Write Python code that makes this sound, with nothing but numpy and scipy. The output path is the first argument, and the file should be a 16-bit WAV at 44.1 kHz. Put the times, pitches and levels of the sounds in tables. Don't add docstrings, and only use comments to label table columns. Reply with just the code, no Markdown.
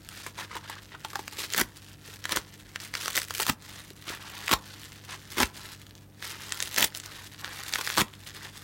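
import sys
import numpy as np
from scipy import signal
from scipy.fft import rfft, irfft, next_fast_len
from scipy.io import wavfile
from scipy.ndimage import uniform_filter1d, map_coordinates

SR = 44100
rng = np.random.default_rng(int(sys.argv[2]) if len(sys.argv) > 2 else 0)


def materialize(psi):
    bounded = np.clip(np.atleast_2d(psi).T, -1, 1)
    quanta = np.round(bounded * 32767).astype(np.int16)
    wavfile.write(sys.argv[1], SR, quanta)


N = 380583

# frequency in Hz, rms level in dB.
HUM_PARTIALS = [(98.7, -56), (145.3, -62), (197.5, -64.5), (301.5, -65)]
# frequency in Hz, time to fall by 60 dB in seconds.
REVERB_TIMES = [(200, 0.29), (900, 0.36), (14000, 0.12)]
# frequency in Hz, relative spectral density in dB.
RUMBLE_SPECTRUM = [(60, 0.5), (250, -6.5), (600, -15.5), (4500, -36.5), (15000, -31)]
FOAM_SPECTRUM = [(210, -29), (350, -1.5), (512, -9.5), (738, -11.5), (921, -7), (1790, -0.5), (2270, -2.5),
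                 (3720, -1), (15500, -12.5)]
TEAR_SPECTRUM = [(290, -38.5), (500, -3), (700, -6.5), (920, -9.5), (1800, 4), (2300, -3.5), (3250, -1),
                 (7100, -9), (10500, -21.5)]
BODY_SPECTRUM = [(135, -10), (245, 6), (380, -4), (1000, -28)]
HOLLOW_SPECTRUM = [(200, -13.5), (370, 0.5), (680, -19), (900, 3), (1200, -4.5), (2500, -10.5),
                   (12000, -21.5)]
# time in seconds, level in dB.
BUBBLE_POPS = [(0.089, -40), (0.728, -51), (1.503, -40), (2.802, -41.5), (5.867, -51), (5.909, -51),
               (5.953, -50.5), (5.979, -56), (8.572, -53)]
# time in seconds, level in dB.
FINGER_DABS = [(1.194, -33), (1.548, -30), (2.086, -38), (3.909, -37), (4.102, -27.5), (5.645, -43)]
# time in seconds, relative level in dB.
AIR_POCKETS = [(0.264, -31.5), (0.387, -36), (0.408, -41), (.553, -33.5), (0.566, -30.5), (0.698, -31.5),
               (1.05, -33.5), (1.132, -36.5), (1.156, -30), (1.192, -33), (1.325, -42.5), (3.399, -23.5),
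               (4.492, -25.5), (7.786, -28)]
# time in seconds, relative level in dB.
HOLD_LEVELS = [(0.0, -55.5), (1.7, -51.5), (1.97, -57), (5.0, -52.5), (5.8, -54.5), (6.13, -69),
               (6.24, -53.5), (7.35, -51), (8.6, -50.5)]
# start and end in seconds, relative level in dB, fineness (higher is brighter).
FINGER_PRESSES = [(0.121, 0.287, -44.5, -1), (0.381, 0.436, -37.5, -8.5), (0.518, 0.569, -41, -18),
                  (0.647, 0.785, -45, -14), (0.924, 0.958, -47.5, -29), (1.382, 1.45, -34.5, 1.5),
                  (2.064, 2.167, -47, 2.5), (2.813, 2.865, -41, 2), (3.649, 3.821, -46.5, 1),
                  (4.079, 4.153, -36, -5.5), (4.66, 4.861, -50, 0), (5.093, 5.15, -39.5, -7.5),
                  (5.561, 5.738, -44.5, -1), (6.228, 6.327, -39.5, 1.5), (7.075, 7.238, -45.5, -3),
                  (8.264, 8.286, -42, -0.5), (8.37, 8.485, -45, -6)]
# times of gripping and giving in seconds, final relative level in dB, final fineness.
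SPONGE_PULLS = [(1.522, 1.615, -35, 3), (2.314, 2.385, -34.5, -4.5), (2.97, 3.236, -32.5, 5),
                (3.32, 3.498, -31, 12.5), (4.204, 4.53, -39.5, -2.5), (5.323, 5.463, -39, 0),
                (6.33, 6.856, -36.5, 5.5), (7.439, 8.01, -33.5, 4)]
# time in seconds, thud level in dB, thud frequency in Hz, level of the hands' swing in dB.
SPONGE_RECOILS = [(1.616, -19, 334, -31), (2.37, -24, 340, -32), (3.496, -13, 238, -44),
                  (4.536, -33, 370, -22), (5.433, -30, 242, -21.5), (8.019, -16.5, 208, -42)]
# time in seconds, relative level in dB, pore pitch in Hz.
STRAND_SNAPS = [(1.047, -19.5, 1070), (1.155, -15, 1490), (1.278, -20.5, 2440), (1.438, -20.5, 1730),
                (1.535, -13, 7000), (1.545, -13.5, 1570), (1.598, -13, 1470), (1.613, -9.5, 1920),
                (2.24, -24, 4900), (2.253, -14, 1900), (2.292, -19, 1740), (2.321, -14, 3580),
                (2.37, -10.5, 1550), (2.758, -17, 1820), (2.938, -17.5, 2060), (2.951, -14, 2060),
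                (3.057, -18, 1790), (3.079, -13.5, 1290), (3.153, -17.5, 3740), (3.175, -9.5, 1840),
                (3.306, -16.5, 1260), (3.465, -16.5, 1270), (3.497, -15, 1980), (4.479, -12.5, 2440),
                (4.512, -7.5, 1216), (4.535, -3.5, 1110), (5.401, -8, 1050), (5.43, -6.5, 2030),
                (6.224, -22.5, 1640), (6.521, -12.5, 6800), (6.602, -13.5, 6130), (6.624, -12, 7200),
                (6.761, -15, 6000), (6.781, -9, 1770), (6.826, -3.5, 3200), (6.846, -12, 4960),
                (6.948, -20, 4500), (6.999, -24.5, 6950), (7.444, -18, 1730), (7.736, -9.5, 5960),
                (7.756, -11, 1650), (7.81, -16.5, 1720), (7.873, -13.5, 1750), (7.9, -14.5, 1680),
                (7.974, -8.5, 1370), (7.98, -4, 1090), (8.008, -9.5, 3000)]
# start and end in seconds, relative level in dB, relative body level in dB.
TEAR_RUNS = [(1.577, 1.617, -25, -9), (2.319, 2.329, -30, -7), (2.369, 2.371, -25.5, -14.5),
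             (3.164, 3.19, -30.5, -14), (3.417, 3.435, -31, -14), (3.489, 3.502, -27.5, -5),
             (4.519, 4.538, -23.5, -3), (5.381, 5.392, -30, -2), (5.407, 5.435, -26.5, -3),
             (6.777, 6.848, -26, -11), (6.956, 6.984, -46, -21), (7.981, 8.02, -30.5, -0.5)]

PRESS_ATTACK_S, PRESS_RELEASE_S, PRESS_SWELL_DB = 0.019, 0.016, 0.5
PULL_ATTACK_S, PULL_RELEASE_S = 0.022, 0.014
PULL_SWELL_DB_PER_S, PULL_FINER_PER_S = 17, 25
SLACK_DB, SLACK_AFTER_S, SLACK_WIDTH_S = 6, 0.033, 0.039
CLUSTER_DB, CLUSTERS_PER_S = 3.5, 35


def amp(db):
    return 10 ** (np.asarray(db) / 20)


def unit(x):
    return x / np.sqrt(np.mean(x ** 2) + 1e-20)


def along(points, hz):
    f, v = np.transpose(points)
    return np.interp(np.log(hz + 1), np.log(f + 1), v)


def curve(rows):
    return np.interp(np.arange(N) / SR, *np.transpose(rows))


def wobble(rate):
    return map_coordinates(rng.standard_normal(int(N * rate / SR) + 4), [np.arange(N) * rate / SR])


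def add(track, s, sound):
    part = track[max(round(s * SR), 0):][:len(sound)]
    part += sound[:len(part)]


def filtered(x, response):
    m = next_fast_len(N + SR // 2)
    return irfft(rfft(x, m) * response(np.fft.rfftfreq(m, 1 / SR)), m)[:N]


def treble_of(x, corner_hz):
    return filtered(x, lambda hz: 1 / (1 + (corner_hz / (hz + 1)) ** 2))


def coloured(x, spectrum, size=4096):
    gain = amp(along(spectrum, np.fft.rfftfreq(size, 1 / SR)))
    cepstrum = irfft(np.log(gain + 1e-6))
    cepstrum[1:size // 2] *= 2
    cepstrum[size // 2:] = 0
    return signal.fftconvolve(x, irfft(np.exp(rfft(cepstrum))))[:len(x)]


def tilted(spectrum, octave_db):
    return [(hz, db + octave_db * np.log2(hz / SR)) for hz, db in spectrum]


def levelled(x, span_s):
    power = np.abs(uniform_filter1d(x ** 2, max(int(span_s * SR), 2)))
    return x / np.sqrt(power + 1e-4 * np.mean(x ** 2))


def background():
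    t = np.arange(N) / SR
    hum = sum(amp(db) * np.sqrt(2) * np.sin(2 * np.pi * hz * t + 1.03 * wobble(2.07))
              for hz, db in HUM_PARTIALS)
    return hum + amp(-54.5) * unit(coloured(rng.standard_normal(N), RUMBLE_SPECTRUM))


def room(x, blocks=40):
    out, step = np.zeros(N), N // blocks + 1
    for start in range(0, N, step):
        hz, frame_s, noise = signal.stft(rng.standard_normal(SR // 3), SR, nperseg=256)
        decay = amp(-60 * frame_s / along(REVERB_TIMES, hz)[:, None])
        tail = signal.istft(noise * decay, SR, nperseg=256)[1]
        tail = coloured(tail, [(1000, 5.5), (14000, -19.0)])
        t = np.arange(len(tail)) / SR
        near = rng.standard_normal(len(t)) * np.exp(-t / 0.015)
        echo = amp(-10.0) * near / np.linalg.norm(near) + amp(-27.0) * tail / np.linalg.norm(tail)
        add(out, start / SR, signal.fftconvolve(x[start:start + step], echo))
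    return out


def pops(decay_s=0.00042):
    track, t = np.zeros(N), np.arange(SR // 100) / SR
    for s, db in BUBBLE_POPS:
        burst = rng.standard_normal(len(t)) * np.exp(-t / decay_s)
        add(track, s, amp(db) * unit(coloured(burst, tilted(TEAR_SPECTRUM, octave_db=4))))
    return track


def dabs(hz=398, decay_s=0.0039):
    track, t = np.zeros(N), np.arange(SR // 20) / SR
    for s, db in FINGER_DABS:
        add(track, s, amp(db) * np.sin(2 * np.pi * hz * t) * np.exp(-t / decay_s))
    return track


def squelches(pocket_hz=960, sag_s=0.095):
    track, t = np.zeros(N), np.arange(SR // 16) / SR
    for s, db in AIR_POCKETS:
        spatter = rng.standard_normal(len(t)) * amp(4.4 * rng.standard_normal(len(t)))
        tightness = rng.lognormal(0, 0.13)
        hollow = [(hz * tightness, gain_db) for hz, gain_db in HOLLOW_SPECTRUM]
        burst = unit(coloured(spatter * np.exp(-t / 0.0059), hollow))
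        hz = pocket_hz * tightness * np.exp(-t / sag_s)
        pocket = unit(np.sin(2 * np.pi * np.cumsum(hz) / SR) * np.exp(-t / 0.003))
        add(track, s, amp(db - 11.0) * unit(burst + amp(-7.0) * pocket))
    return signal.sosfilt(signal.butter(2, 340, "high", fs=SR, output="sos"), track)


def crackle(rate, spread_db, cycles, tick, low_hz=600, high_hz=15000, size=160):
    when, pore, strength = rng.random((int(rate * N / SR), 3)).T
    hz = low_hz * (high_hz / low_hz) ** pore[:, None]
    turns = hz * np.arange(size) / SR
    cells = 2 * np.pi * hz / SR * np.sin(2 * np.pi * turns) * np.exp(-turns / cycles)
    cells[:, 0] += tick
    gain = amp(-spread_db * np.log(strength + 0.032))
    cells *= (gain * rng.choice([-1, 1], len(when)))[:, None]
    index = (when * N).astype(int)[:, None] + np.arange(size)
    return unit(np.bincount(index.ravel(), cells.ravel(), N)[:N])


def suds(loudness):
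    ticks = crackle(rate=60, spread_db=2.8, cycles=1.0, tick=1.2)
    gain = amp(-7.5) * np.minimum(amp(curve(HOLD_LEVELS)), loudness) + amp(-18.5) * loudness
    return gain * unit(coloured(ticks, tilted(TEAR_SPECTRUM, octave_db=1.5)))


def crisp_ticks(rate=200):
    when, strength = rng.random((int(rate * N / SR), 2)).T
    impulses = np.bincount((when * N).astype(int), amp(-5.5 * np.log(strength + 0.07)), N)
    t = np.arange(-SR // 200, SR // 200) / SR
    envelope = np.exp(-np.abs(t) / 0.0004)
    bursts = signal.fftconvolve(impulses, envelope, "same") * rng.standard_normal(N)
    return unit(coloured(bursts, tilted(FOAM_SPECTRUM, octave_db=1.5)))


def gesture(start, end, attack, release):
    t = np.arange(N) / SR
    return np.exp(-np.maximum(start - t, 0) / attack - np.maximum(t - end, 0) / release)


def kneading():
    t = np.arange(N) / SR
    slack = sum(np.exp(-((t - gives - SLACK_AFTER_S) / SLACK_WIDTH_S) ** 2)
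                for _, gives, _, _ in SPONGE_PULLS)
    power = amp(curve(HOLD_LEVELS) - SLACK_DB * slack + CLUSTER_DB * wobble(CLUSTERS_PER_S)) ** 2
    fineness, stretch = np.zeros(N), .5 * power
    for start, end, db, fine in FINGER_PRESSES:
        arch = np.sin(np.pi * np.clip((t - start) / (end - start), 0, 1)) - 2 / np.pi
        envelope = gesture(start, end, min(PRESS_ATTACK_S, (end - start) / 4), PRESS_RELEASE_S)
        press_power = (amp(db + PRESS_SWELL_DB * arch) * envelope) ** 2
        power += press_power
        fineness += press_power * fine
    for grip, gives, db, fine in SPONGE_PULLS:
        to_go = gives - np.clip(t, grip, gives)
        envelope = gesture(grip, gives, PULL_ATTACK_S, PULL_RELEASE_S)
        pull_power = (amp(db - PULL_SWELL_DB_PER_S * to_go) * envelope) ** 2
        power += pull_power
        fineness += pull_power * (fine - PULL_FINER_PER_S * to_go)
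        stretch += pull_power
    return np.sqrt(power), fineness / power, stretch / power


def foam(loudness, fineness, stretch):
    fizz = unit(coloured(crackle(rate=2200, spread_db=2.5, cycles=1.24, tick=1.0), FOAM_SPECTRUM))
    treble = treble_of(fizz, corner_hz=4500)
    fizz = treble * amp(.62 * fineness) + (fizz - treble) * amp(-.4 * fineness)
    bubbles = crackle(rate=130, spread_db=2.5, cycles=3.5, tick=0, low_hz=800, high_hz=2050, size=600)
    bubbling = bubbles * amp(-11 - .9 * fineness)
    ticks = crisp_ticks() * amp(1.1 * fineness + 9 * stretch - 5)
    sound = fizz * amp(2.13 * wobble(80)) + bubbling + ticks
    return levelled(sound, span_s=0.114) * loudness * amp(-1.5)


def recoils(puff_hz=55):
    track, t = np.zeros(N), np.arange(SR // 4) / SR
    for s, db, hz, swing_db in SPONGE_RECOILS:
        thud = amp(db) * np.sin(2 * np.pi * hz * t) * np.exp(-t / 0.0036)
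        puff = amp(swing_db) * np.sin(2 * np.pi * puff_hz * t) * np.exp(-t / 0.0077)
        add(track, s, thud + puff)
    return track


def snaps(delay_s=0.0015):
    track, t = np.zeros(N), np.arange(SR // 50) / SR
    for s, db, hz in STRAND_SNAPS:
        pore = unit(np.sin(2 * np.pi * hz * t) * t * np.exp(-t * hz / 0.43))
        burst = rng.standard_normal(len(t)) * np.exp(-t / 0.00091)
        spray = unit(coloured(burst, tilted(TEAR_SPECTRUM, octave_db=2.9)))
        swell = rng.standard_normal(len(t)) * np.exp(-t[::-1] / 0.0047)
        lead_in = unit(coloured(swell, TEAR_SPECTRUM))
        add(track, s + delay_s, amp(db - 18.5) * unit(pore + spray))
        add(track, s + delay_s - t[-1], amp(db - 32.0) * lead_in)
    return track


def rips():
    t = np.arange(N) / SR
    jerks = levelled(amp(4.2 * wobble(300)), span_s=0.025)
    breaks = crackle(rate=3800, spread_db=3.5, cycles=1.0, tick=1.0)
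    walls = levelled(coloured(breaks, TEAR_SPECTRUM), span_s=0.015)
    fine = levelled(treble_of(crisp_ticks(), corner_hz=6000), span_s=0.015)
    hollow = levelled(coloured(rng.standard_normal(N), HOLLOW_SPECTRUM), span_s=0.014)
    body = levelled(coloured(rng.standard_normal(N), BODY_SPECTRUM), span_s=0.0056)
    sound = np.zeros(N)
    for start, end, db, body_db in TEAR_RUNS:
        run = np.clip((t - start) / 0.016 + 1, 0, 1) * np.exp(-np.maximum(t - end, 0) / 0.002)
        progress = np.clip((t - start) / (end - start), 0, 1)
        pull = amp(2.5 * (progress - 4.0))
        deep = pull * (amp(body_db + 6.5) * body + amp(1.63 * body_db + 14.5) * hollow)
        sound += amp(db) * run * (amp(-2.0) * walls + amp(-.7 * body_db - 8.0) * fine + deep)
    return jerks * sound


def scene():
    loudness, fineness, stretch = kneading()
    sponge = foam(loudness, fineness, stretch) + suds(loudness) + squelches()
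    sponge += rips() + snaps() + recoils() + dabs() + pops()
    return (sponge + room(sponge) + background())[None]


def record(dry, low_hz=44, top_hz=15950, ceiling=0.5):
    thin = signal.sosfilt(signal.butter(4, low_hz, "high", fs=SR, output="sos"), dry)
    rounded = thin / (1 + (thin / ceiling) ** 4) ** .25
    return np.array([filtered(channel, lambda hz: hz < top_hz) for channel in rounded])


dry = scene()
out = record(dry)
materialize(out)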